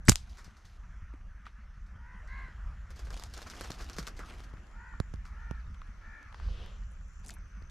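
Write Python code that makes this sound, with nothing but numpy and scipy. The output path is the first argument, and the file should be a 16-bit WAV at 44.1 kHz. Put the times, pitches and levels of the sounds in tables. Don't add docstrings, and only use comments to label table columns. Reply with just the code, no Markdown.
import sys
import numpy as np
from scipy import signal
from scipy.fft import rfft, irfft, next_fast_len
from scipy.io import wavfile
from scipy.ndimage import uniform_filter1d, map_coordinates

SR = 44100
rng = np.random.default_rng(int(sys.argv[2]) if len(sys.argv) > 2 else 0)


def amplitude_ratio(level_db):
    exponent = np.asarray(level_db, float) / 20
    return 10 ** exponent


def to_wav(s):
    ch = np.atleast_2d(s).T
    pcm = np.round(np.clip(ch, -1, 1) * 32767)
    wavfile.write(sys.argv[1], SR, pcm.astype(np.int16))


N = 339570
TIME = np.arange(N) / SR


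def unit(x):
    return x / np.sqrt(np.mean(x ** 2) + 1e-20)


def along(points, hz):
    f, v = np.transpose(points)
    return np.interp(np.log(hz + 1), np.log(f + 1), v)


def curves(rows):
    s, *cols = np.transpose(rows)
    gate = np.clip(np.minimum(TIME - s[0], s[-1] - TIME) / 0.022, 0, 1)
    return [np.interp(TIME, s, c) for c in cols] + [gate]


def wobble(rate):
    return map_coordinates(rng.standard_normal(int(N * rate / SR) + 4), [TIME * rate])


def filtered(x, response):
    m = next_fast_len(x.shape[-1] + 1024)
    spectrum = rfft(x, m) * response(np.fft.rfftfreq(m, 1 / SR))
    return irfft(spectrum, m)[..., :x.shape[-1]]


def peak(hz, width_hz):
    return lambda f: 1j * f * width_hz / (hz * hz - f * f + 1j * f * width_hz + 1e-9)


def band(noise, hz, width_hz):
    return filtered(noise, lambda f: peak(hz, width_hz)(f) ** 2)


def rush(spectrum, patchy_db):
    z = signal.stft(rng.standard_normal(N + 512), nperseg=512)[2]
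    patches = uniform_filter1d(rng.standard_normal(z.shape), size=6, axis=0)
    patches = uniform_filter1d(patches, size=12, axis=1)
    x = signal.istft(z * amplitude_ratio(patchy_db * unit(patches)), nperseg=512)[1][:N]
    return unit(filtered(x, lambda hz: amplitude_ratio(along(spectrum, hz))))


def add(track, s, sound):
    part = track[..., round(s * SR):round(s * SR) + sound.shape[-1]]
    part += sound[..., :part.shape[-1]]


def puff(db, bands, t60, apart=0, attack=0.000067):
    t = np.arange(SR // 10 if t60 > .03 else SR // 36) / SR
    noise = rng.standard_normal((2, SR // 10))[:, :len(t)]
    burst = amplitude_ratio(-60 * t / max(t60, .001)) * (1 - np.exp(-t / attack)) * noise
    mid, side = filtered(burst, lambda f: sum(amplitude_ratio(v) / np.sqrt(w) * peak(hz, w)(f) ** 2 for hz, w, v in bands))
    return amplitude_ratio(db) * np.array([mid + apart * side, mid - apart * side]) / np.abs(mid).max()


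# time in seconds, strength in dB.
AIR = [(0.0, -41.5), (0.62, -59.5), (0.92, -49), (1.18, -54.5), (3.15, -48), (3.45, -53.5), (3.95, -49),
       (4.87, -56.5), (5.0, -48), (5.7, -48.5), (6.13, -56.5), (6.38, -52), (6.48, -39), (6.62, -44.5),
       (6.78, -50.5), (7.3, -51), (7.7, -45.5)]
# time in seconds, level in dB.
FAR = [(0, -66), (2.1, -65.5), (2.4, -57), (3.1, -64.5), (4.1, -58), (4.8, -62), (6.4, -60.5), (6.8, -64.5),
       (7.7, -64)]
# frequency in Hz, strength in dB per Hz.
RUMBLE = [(8.8, -42), (15, -12.5), (33, -3), (54, -0.5), (109, -21.5), (210, -27.5), (255, -55), (500, -54),
          (650, -87), (1100, -120)]
MURMUR = [(150, -46), (250, -12), (429, -18.5), (557, -15.5), (845, -16), (1240, -7.5), (1350, -7.5),
          (1820, -10.5), (3910, -30), (4490, -29), (7190, -32), (7840, -39), (16000, -48.5)]
ASIDE = [(15, -30.5), (25, -2.5), (44, -3.5), (81, -16.5), (154, -14.5), (475, -30), (1500, -20.5),
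         (4750, -37), (7280, -38), (15000, -59)]


def field():
    rumble_db, murmur_db = curves(AIR)[0], curves(FAR)[0]
    low = amplitude_ratio(rumble_db + 4 + 2.2 * wobble(5.6)) * rush(RUMBLE, patchy_db=-1.0)
    murmur = amplitude_ratio(murmur_db - 1.5 + 0.78 * wobble(4.1)) * rush(MURMUR, patchy_db=2.5)
    return low, murmur, amplitude_ratio(-55.5) * rush(ASIDE, patchy_db=2.0)


# time in seconds, level in dB.
INSECTS = [
    (6080, .3, [(0, -82.5), (2.9, -91), (6.9, -80), (7.7, -76)]),
    (5420, .2, [(0, -92.5), (4.6, -88), (7.7, -85)]),
]
# start in seconds, length in seconds, top level in dB.
CICADA = [
    (0.701, 0.36, -88),
    (2.532, .42, -85),
    (4.52, 0.65, -79),
    (6.64, 0.71, -76.5),
]


def insects():
    buzz_hz, swell_db = 83, 5
    beat = np.cos(2 * np.pi * buzz_hz * TIME + .5 * wobble(15))
    phrases = []
    for s, length, db in CICADA:
        phrases.append([(s, db - swell_db), (s + 0.79 * length, db), (s + length, db - swell_db)])
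    singers = [(.05, *row) for row in INSECTS] + [(.085, 7100, 0.28, *phrases)]
    out = 0
    for width_share, hz, depth, *songs in singers:
        level = sum(gate * amplitude_ratio(db) for db, gate in map(curves, songs))
        tone = band(rng.standard_normal(N), hz, width_share * hz)
        out = out + level * unit(np.exp(depth * beat) * tone)
    return out * amplitude_ratio(wobble(8.1))


# start in seconds, level in dB, pitch in Hz, width in Hz, time to die by 60 dB in s.
SLAPS = [(0.0533, -45, 7840, 7000, 0.0012), (.0625, -50, 5960, 2500, .004), (.0727, -39, 5500, 3500, 0.046),
         (0.0835, -10, 1750, 1100, .003), (.085, -19, 2780, 2500, .03), (0.0948, -15, 2400, 1800, 0.0064),
         (0.084, -21.5, 6950, 5990, 0.0069), (.0865, -13.5, 6430, 5000, 0.047),
         (0.0893, -19.5, 5526, 4000, 0.016), (.093, -15, 1146, 900, 0.0059),
         (0.0947, -2, 6520, 1520, 0.0058), (0.0945, -10.5, 5200, 1500, 0.011),
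         (0.0949, -8, 10010, 3960, 0.01), (.099, -28, 5000, 7000, 0.13), (.1175, -21, 4084, 7100, .02),
         (.119, -23, 1465, 1500, 0.016), (.126, -28, 5083, 8000, 0.025), (0.157, -18, 5200, 1500, 0.0025),
         (0.1571, -32, 1310, 1020, 0.0042), (.159, -42, 4360, 2800, 0.22)]


def slingshot():
    out = np.zeros((2, N))
    for s, db, hz, width_hz, t60 in SLAPS:
        lean_db = along([(1500, -4), (4000, 0)], hz) / 2
        slap = puff(db, [(hz, 1.6 * width_hz, 0)], t60, apart=.25)
        add(out, s, amplitude_ratio([[lean_db], [-lean_db]]) * slap)
    t = np.arange(round(.022 * SR)) / SR
    add(out, .061, amplitude_ratio(-49.0) * np.sqrt(t / t[-1]) * np.sin(2 * np.pi * 7900 * t))
    return out


# start in seconds, level in dB, pitch in Hz, width in Hz,
# time to die by 60 dB in seconds, share that differs between the sides.
STRAYS = [(.0868, -27, 12600, 1500, .012, 1.5), (.0947, -17, 12800, 2500, .006, 1.5),
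          (.087, -24, 900, 900, 0.011, .9), (.104, -37.5, 7500, 1500, 0.18, 0.54),
          (3.222, -49, 6000, 6000, .006, .2), (3.299, -52, 5000, 6000, .01, .2),
          (3.377, -38.5, 5000, 6000, .005, .2), (3.388, -43, 1300, 900, .03, .2),
          (3.428, -42, 4000, 4000, .006, .2), (3.462, -42.5, 1300, 800, 0.088, .2),
          (3.644, -41, 1200, 900, .03, .2), (4.2, -47, 1350, 500, 0.21, .2),
          (4.23, -45, 1300, 500, .12, .2), (4.57, -48, 1400, 900, .03, .2),
          (4.669, -58, 4500, 4000, .004, .2), (4.937, -45, 1050, 600, .012, .1),
          (5.253, -44, 1300, 900, .012, .2), (6.486, -45, 1050, 800, .012, .2),
          (7.365, -49, 1300, 500, 0.065, .2), (7.624, -56, 4800, 2500, .004, .2),
          (7.697, -51, 3000, 6000, .01, .2), (3.237, -36, 6000, 5000, .003, .2),
          (.055, -56, 4500, 5000, .5, .3), (5.746, -53, 2800, 2000, .004, .2),
          (0.0944, -18, 11000, 2500, .005, .4), (0.0874, -24, 400, 300, .03, .8)]


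def strays():
    out = np.zeros((2, N))
    for s, db, hz, width_hz, t60, apart in STRAYS:
        add(out, s, puff(db, [(hz, width_hz, 0)], t60, apart, attack=.0004))
    return out


# start in seconds, level in dB, pitch in Hz, time to die by 60 dB in seconds, left-over-right in dB.
RECOIL = [
    (.078, -30, 180, .05, 21.5),
    (0.0868, 2, 209, 0.02, 1),
    (0.0958, -14.5, 200, 0.035, -24),
    (.0862, -17, 380, 0.012, 20),
    (.117, -18.5, 112.1, 0.085, 2),
]
PUSHES = [
    (.478, -42, 189.8, 0.044, 11),
    (3.703, -20, 200, 0.012, 0),
    (4.537, -33.5, 180.7, 0.047, 4.5),
    (5.0012, -16, 187.6, 0.033, -11),
    (5.138, -31, 200, 0.053, -12),
    (5.511, -25.5, 219, 0.042, -11.5),
    (7.62, -38.5, 179.9, 0.041, 7),
]
KNOCKS = [
    (1.137, -43, 321, 0.049, -0.5),
    (2.483, -44, 353, 0.018, 0.3),
    (3.986, -33, 200, 0.092, -0.5),
]


def shoves():
    out, t = np.zeros((2, N)), np.arange(SR // 5) / SR
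    click_s, give_s = 0.00015, .001
    click = 0.31 * t / click_s * np.exp(1 - t / click_s)
    late = np.maximum(t - give_s, 0)
    for rows, slowing, edge in (RECOIL, 49, 0), (PUSHES, 107, click), (KNOCKS, 8.6, click):
        for s, db, hz, t60, pan_db in rows:
            swing = np.sin(2 * np.pi * hz * late / (1 + slowing * late)) * (1 - np.exp(-late / .0006))
            level = amplitude_ratio(db - 60 * t / t60 + [[pan_db / 2], [-pan_db / 2]])
            add(out, s, -level * (edge + swing))
    return out


# pitch in Hz, level in dB, time to die by 60 dB in seconds.
PUMP = [(45, -48.5, 0.14), (78, -44.5, 0.076), (98, -53, 0.041), (200, -53, 0.077)]


def pump():
    out, t = np.zeros(N), np.arange(SR // 4) / SR
    firings_per_s = 5.345
    for s in np.arange(.085, 7.7, 1 / firings_per_s):
        for lag, db in (0, 8.5), (.052, 1):
            ring = 0
            for hz, level, t60 in PUMP:
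                fade = amplitude_ratio(level + rng.normal(0, 3) - 60 * t / t60)
                ring = ring + fade * np.sin(2 * np.pi * hz * rng.normal(1, .08) * t)
            add(out, s + lag, amplitude_ratio(db) * ring * (1 - np.exp(-t / 0.012)))
        add(out, s, puff(-58.0, [(1360, 720, 0)], 0.065, attack=.004)[0])
    return out


# time in seconds, strength in dB.
LEAVES = [
    [(0.13, -82.5), (0.33, -75.5), (0.73, -84.5), (0.95, -91)],
    [(2.26, -92), (2.6, -95)],
    [(2.86, -87), (2.96, -69), (3.3, -71), (3.54, -62), (3.87, -67.5), (4.03, -64.5), (4.14, -70),
     (4.29, -73), (4.43, -69), (4.52, -88.5), (4.75, -78)],
    [(7.23, -67.5), (7.37, -68.5)],
]
# frequency in Hz, strength in dB per Hz.
LEAF = [(410, -32), (700, 3.5), (1260, -6.5), (1380, -14), (2460, -4), (6400, -10), (8310, -18),
        (12200, -19.5), (14800, -31), (16000, -66)]


def leaves():
    grain = amplitude_ratio(3.5 * wobble(13) + 3 * wobble(70) + 3.5 * wobble(800)) * rush(LEAF, patchy_db=2)
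    swish = rush([(100, 5.5), (220, 7.0), (500, -4.5), (900, -7.5), (1600, -45.5)], patchy_db=2.0)
    swish = swish * amplitude_ratio(0.9 * wobble(25))
    shake = 0
    for rows in LEAVES:
        db, gate = curves(rows)
        shake = shake + gate * amplitude_ratio(db)
    sway_s = 0.42
    sway = signal.lfilter([1 / (sway_s * SR)], [1, 1 / (sway_s * SR) - 1], shake)
    return amplitude_ratio(8.0) * shake * unit(grain) + amplitude_ratio(6) * np.maximum(sway, shake) * unit(swish)


# centre in Hz, width in Hz, level in dB.
BANDS = [(473, 820, 13.5), (1200, 1230, 11), (4700, 4300, 7), (10660, 22000, 12.5)]
THUMP, TREBLE = (1, 1, 0, 0), (0, 0, 1, 1)


def contacts(rows, colour_db, moved, crack_db, body_db, t60, attack, apart, crack_t60=0.0033):
    out = np.zeros((2, N))
    lead_in = np.linspace(0, 1, SR // 40 + 1) ** 2
    for s, db, shift_db, *sharp_db in rows:
        bands = [(hz, w, v + c + m * shift_db) for (hz, w, v), c, m in zip(BANDS, colour_db, moved)]
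        sharp = sum(sharp_db)
        body = puff(db + body_db, bands, t60, apart, attack * amplitude_ratio(-sharp))
        lead = body[:, SR // 40::-1] * lead_in
        add(out, s - 1 / 40, amplitude_ratio(-10.5) * lead)
        add(out, s, body)
        add(out, s, puff(db + crack_db + sharp, bands, crack_t60, apart))
    return out


# start in seconds, peak in dB, treble in dB.
BRUSHES = [(0.296, -50, 0), (0.372, -46, -4), (0.384, -41, -9), (0.445, -43.5, -2), (0.568, -50, -4),
           (0.653, -50, 6), (1.138, -50, -26.5), (1.864, -60, -3.5), (2.275, -54, -2), (5.262, -50.5, 0),
           (5.253, -46, -9), (5.744, -47.5, -33), (5.874, -53, -23)]


def brushes():
    return contacts(BRUSHES, (-18, -6.5, 3, -11), TREBLE, crack_db=-2.5, body_db=-6.0, t60=0.18,
                    attack=0.0003, apart=0.093)


# start in seconds, level in dB, pitch in Hz, width in Hz, time to die by 60 dB in seconds.
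RAPS = [(1.454, -49.5, 1670, 1500, .1), (1.466, -37.5, 1250, 600, 0.018), (1.466, -51, 3530, 3000, .005),
        (1.468, -50.5, 2200, 2000, 0.13), (5.817, -41.5, 1200, 699.5, .008), (5.817, -56, 3180, 2500, .003),
        (6.326, -49.5, 1100, 600, .01), (6.326, -53, 3490, 3000, .004), (6.344, -39.5, 1100, 798, 0.011),
        (6.345, -48, 3770, 3000, 0.0043), (6.399, -39.5, 1137, 900, 0.009), (4.539, -60, 5500, 8940, .003),
        (5.159, -56, 4000, 5000, 0.0032), (6.836, -60, 4700, 1500, .005), (6.912, -64, 9960, 4000, .004),
        (6.919, -58.5, 7500, 5000, .004), (6.935, -64, 9540, 3000, .004), (7.082, -64, 8000, 4970, .004),
        (7.134, -65, 10500, 4000, 0.0038), (7.198, -63, 9000, 6020, .006), (7.385, -63, 8000, 3000, .005),
        (7.48, -70, 9060, 3000, .004)]
SCRAPES = [(7.2472, -48, 8000, 4000, .004), (7.25, -52, 9500, 4000, .005),
           (7.2624, -42, 6000, 10000, 0.0065), (7.2637, -45, 5000, 9000, .006),
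           (7.27, -43, 6600, 2000, .012), (7.2764, -46, 8500, 3500, 0.01), (7.2824, -42, 7200, 3000, .01),
           (7.285, -46, 8000, 4500, .008), (7.2912, -36, 4970, 9000, 0.0089),
           (7.296, -44, 6500, 6000, 0.0046), (7.296, -38.5, 1530, 1200, 0.0065),
           (7.3055, -38.5, 7600, 2500, 0.0038), (7.3049, -39, 3500, 4000, .006),
           (7.3081, -41, 4000, 5000, 0.0061), (7.3295, -53, 7000, 10000, .004),
           (7.3386, -45, 9500, 3000, .005), (7.3414, -47.5, 10500, 4500, 0.0067),
           (7.346, -51.5, 11100, 4000, .03)]


def housing():
    out = np.zeros((2, N))
    for s, db, hz, width_hz, t60 in [*RAPS, *SCRAPES]:
        add(out, s, puff(db, [(hz, width_hz, 0)], t60, apart=0.17, attack=0.00025))
    return out


# start in seconds, length in seconds, first pitch in Hz, last pitch in Hz, level in dB.
CHIRPS = [
    (5.543, .018, 3500, 4900, -72),
    (5.589, .033, 5250, 3450, -72),
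    (5.641, .012, 3800, 3500, -75),
    (5.665, .009, 3600, 3900, -70),
    (1.95, .02, 3200, 3200, -75),
    (2.14, .025, 3150, 3200, -73),
    (2.555, .022, 3200, 3200, -70),
    (2.22, .04, 620, 620, -63),
]


def songbirds():
    out = np.zeros(N)
    for s, length, from_hz, to_hz, db in CHIRPS:
        hz = np.linspace(from_hz, to_hz, int(length * SR))
        whistle = np.sin(2 * np.pi * np.cumsum(hz) / SR)
        add(out, s, amplitude_ratio(db) * np.sqrt(np.hanning(len(hz))) * whistle)
    return out


# start in seconds, length in seconds, top pitch in Hz, top level in dB,
# share of the length before the top.
CAWS = [
    (1.955, 0.285, 500, -58.5, 0.72),
    (2.258, .275, 538, -51, 0.42),
    (4.717, 0.29, 487, -55, 0.5),
    (5.305, .32, 462, -57, .5),
    (5.989, .31, 453, -56, .45),
]
# overtones 2, 3, 4 and 5 in dB, high rasp in dB.
THROATS = [(.5, 0, 2, -18, -34), (1, 2.5, 3, -20, -24), (1.5, 3, 0, -16, -34), (-5, 2.5, 2, -12, -34),
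           (-7, 1, 6, -4, -32)]
# share of pitch lost at the start, at the end, brightening in dB per overtone.
ARCHES = [(.11, .1, 5), (.1, .13, -.5), (.15, .11, 3), (.11, .1, 4), (.05, .05, 2)]
HOARSE = (.34, .24, .28, .28, .3)


def crows():
    out = np.zeros(N)
    drift, jitter, flicker = wobble(30), wobble(200), wobble(90)
    flicker = np.array([np.roll(flicker, k * SR // 3) for k in range(8)])
    air = rng.standard_normal(N)
    rasp, hiss = unit(band(air, 1650, 800)), unit(band(air, 4000, 450))
    cycles_per_stutter, stagger = 6.9, 2.6
    for caw, throat, arch, hoarse in zip(CAWS, THROATS, ARCHES, HOARSE):
        s, length, top_hz, top_db, rise = caw
        *levels, high_db = throat
        sag, drop, bright_db = arch
        bend, gate = curves([(s, -1), (s + rise * length, 0), (s + length, 1)])
        db = top_db - 11 * np.abs(bend) ** 2.6
        on = gate > 0
        bent = bend[on]
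        hz = top_hz * (1 - np.where(bent < 0, sag, drop) * bent ** 2)
        stutter = np.cumsum(hz) * 2 * np.pi / SR / cycles_per_stutter + 2.5 * hoarse * drift[on]
        shaky_hz = hz * (1 + .045 * np.sin(stutter) + .045 * hoarse * jitter[on])
        turn = np.cumsum(shaky_hz) * 2 * np.pi / SR
        voice = 0
        for k, v in enumerate([-22, *levels]):
            tone_db = v + bright_db * (k - 2) * bent + 4.2 * hoarse * flicker[k, on]
            if k < 2:
                tone_db = tone_db - 9 * bent ** 2
            swell = 1 + .55 * np.cos(stutter + k * stagger)
            voice = voice + amplitude_ratio(tone_db) * swell * np.sin((k + 1) * turn + k)
        voice = unit(voice) + .9 * hoarse * rasp[on]
        voice = voice + amplitude_ratio(high_db) * hiss[on] * (1 + .5 * np.sin(stutter))
        out[on] += (gate * amplitude_ratio(db))[on] * unit(voice)
    return out


# start in seconds, peak in dB, thump in dB, crack in dB.
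FLAPS = [(2.905, -41.5, -15.5, -6), (2.961, -43.5, -19, -7), (2.993, -39, -17, -2.5), (3.048, -46, -21, -7),
         (3.071, -42, -12, -2), (3.105, -37, -11, -1.5), (3.128, -39.5, -16, -5), (3.167, -38.5, -18, -1.5),
         (3.197, -41, -21, 4), (3.237, -41, -17.5, 5), (3.256, -46, -18, -7), (3.338, -35.5, -20, -3),
         (3.368, -35.5, -12, -16), (3.418, -34, -16, -4), (3.468, -35, -13, -9), (3.5, -32.5, -17.5, -1.5),
         (3.536, -38.5, -10, -2), (3.549, -41, -17, -6), (3.572, -38, -11, -8), (3.61, -33.5, -17.5, 1),
         (3.615, -36, -15, 0.5), (3.636, -32, -13.5, -13), (3.674, -45, -17, -2), (3.705, -36, -14, 4),
         (3.718, -38, -22, 2.5), (3.741, -41, -26, -9), (3.787, -37, -16, -13), (3.801, -35.5, -6, -10),
         (3.809, -37.5, -20, -4), (3.822, -39, -15, -7), (3.844, -43, -19, 0), (3.898, -37.5, -15, 4),
         (3.911, -44, -8, -10), (3.932, -39, -22, -1), (3.966, -37.5, -19, -3), (3.985, -27.5, -18.5, 1.5),
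         (3.996, -36.5, -15, -4), (4.028, -40, -18, -3), (4.069, -33.5, -19, -1), (4.075, -34, -12, 2),
         (4.082, -39, -16, 2), (4.167, -42.5, -27, -10), (4.192, -33.5, -9, -5), (4.289, -45, -9.5, -4),
         (4.301, -39, -2, -12), (4.339, -46, -11, -2), (4.404, -46.5, -15, 3), (4.438, -44.5, -16, -4)]


def wing_beats():
    return contacts(FLAPS, (1.5, 4, -6.5, -17.5), THUMP, crack_db=3, body_db=-6.5, t60=0.096,
                    attack=0.0012, apart=0.22)


# start in seconds, peak in dB, treble in dB.
TICKS = [
    (5.0011, -26.5, -16.5),
    (5.14, -37.5, -21),
    (5.511, -32.5, -23),
    (6.229, -44, -21),
    (6.662, -41, -25),
]


def taps():
    return contacts(TICKS, (-30, -10.5, 11, -1), TREBLE, crack_db=-5.0, body_db=-18.0, t60=0.012,
                    attack=0.00015, apart=0.27, crack_t60=0.0042)


# time in seconds, pressure in dB.
SLEEVE = [(6.33, -72), (6.5, -63.5), (6.63, -60.5), (6.74, -68.5), (6.86, -83)]


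def sleeve():
    db, gate = curves(SLEEVE)
    share = np.interp(TIME, [6.48, 6.57], [.6, .1])
    colours = [(3000, 1400), (4500, 2100), (450, 510)]
    dull, bright, low = (unit(band(rng.standard_normal(N), hz, width)) for hz, width in colours)
    low_db = 0.5 + db.max() + 1.2 * (db - db.max())
    cloth = np.sqrt(1 - share) * dull + np.sqrt(share) * bright
    return gate * amplitude_ratio(0.89 * wobble(60)) * (amplitude_ratio(db) * cloth + amplitude_ratio(low_db) * low)


# frequency in Hz, time to die by 60 dB in seconds.
CROWN = [(300, 0.39), (2000, 0.14), (9000, 0.041)]


def crown(x):
    hz, t, z = signal.stft(rng.standard_normal((2, SR // 2)), SR, nperseg=256)
    fade = amplitude_ratio(-60 * t / along(CROWN, hz)[:, None])
    tail = signal.istft(z * fade, SR, nperseg=256)[1]
    delayed = np.pad(x, (300, 0))[None]
    return signal.fftconvolve(delayed, tail / np.linalg.norm(tail[0]), axes=1)[:, :N]


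# time in seconds, width in dB.
TURN = [(0, -12), (.6, -24), (.8, -51), (2.7, -49.5), (3.4, -23), (4.5, -11.5), (5.05, -13.5), (6.2, -11.5),
        (6.5, -6.5), (6.9, -12.5), (7.7, -13)]


def scene():
    width_db, _ = curves(TURN)
    low_db, high_db = -3 * amplitude_ratio(width_db), 6.5 * amplitude_ratio(width_db)
    birds = crows() + songbirds()
    tree = wing_beats() + leaves()
    hand = taps() + sleeve() + brushes() + housing()
    snap = slingshot()
    rumble, murmur, aside = field()
    echoes = crown(amplitude_ratio(0.45 * width_db - 11.5) * tree[0] + amplitude_ratio(width_db + 1.0) * birds + amplitude_ratio(-23.0) * snap[0])
    low = (rumble + pump()) * amplitude_ratio([low_db / 2, -low_db / 2])
    high = (murmur + insects() + birds + hand) * amplitude_ratio([high_db / 2, -high_db / 2])
    hiss = amplitude_ratio(-88.0) * rng.standard_normal((2, N))
    sides = amplitude_ratio(width_db) * aside * [[1], [-1]]
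    near = tree + shoves() + snap * amplitude_ratio([[.7], [-.7]]) + strays()
    return low + high + near + echoes + hiss + sides


def band_limit(x):
    return signal.sosfilt(signal.butter(12, 16430, fs=SR, output="sos"), x)


# frequency in Hz, gain in dB.
MICROPHONE = [(9000, 1), (12000, -2), (14000, -7.5), (15500, -18), (16000, -41), (16500, -70)]


def record(dry):
    x = dry / (1 + np.abs(dry / .87) ** 6) ** (1 / 6)
    x = filtered(x, lambda hz: amplitude_ratio(along(MICROPHONE, hz)))
    return band_limit(x)


dry = scene()
out = record(dry)
to_wav(out)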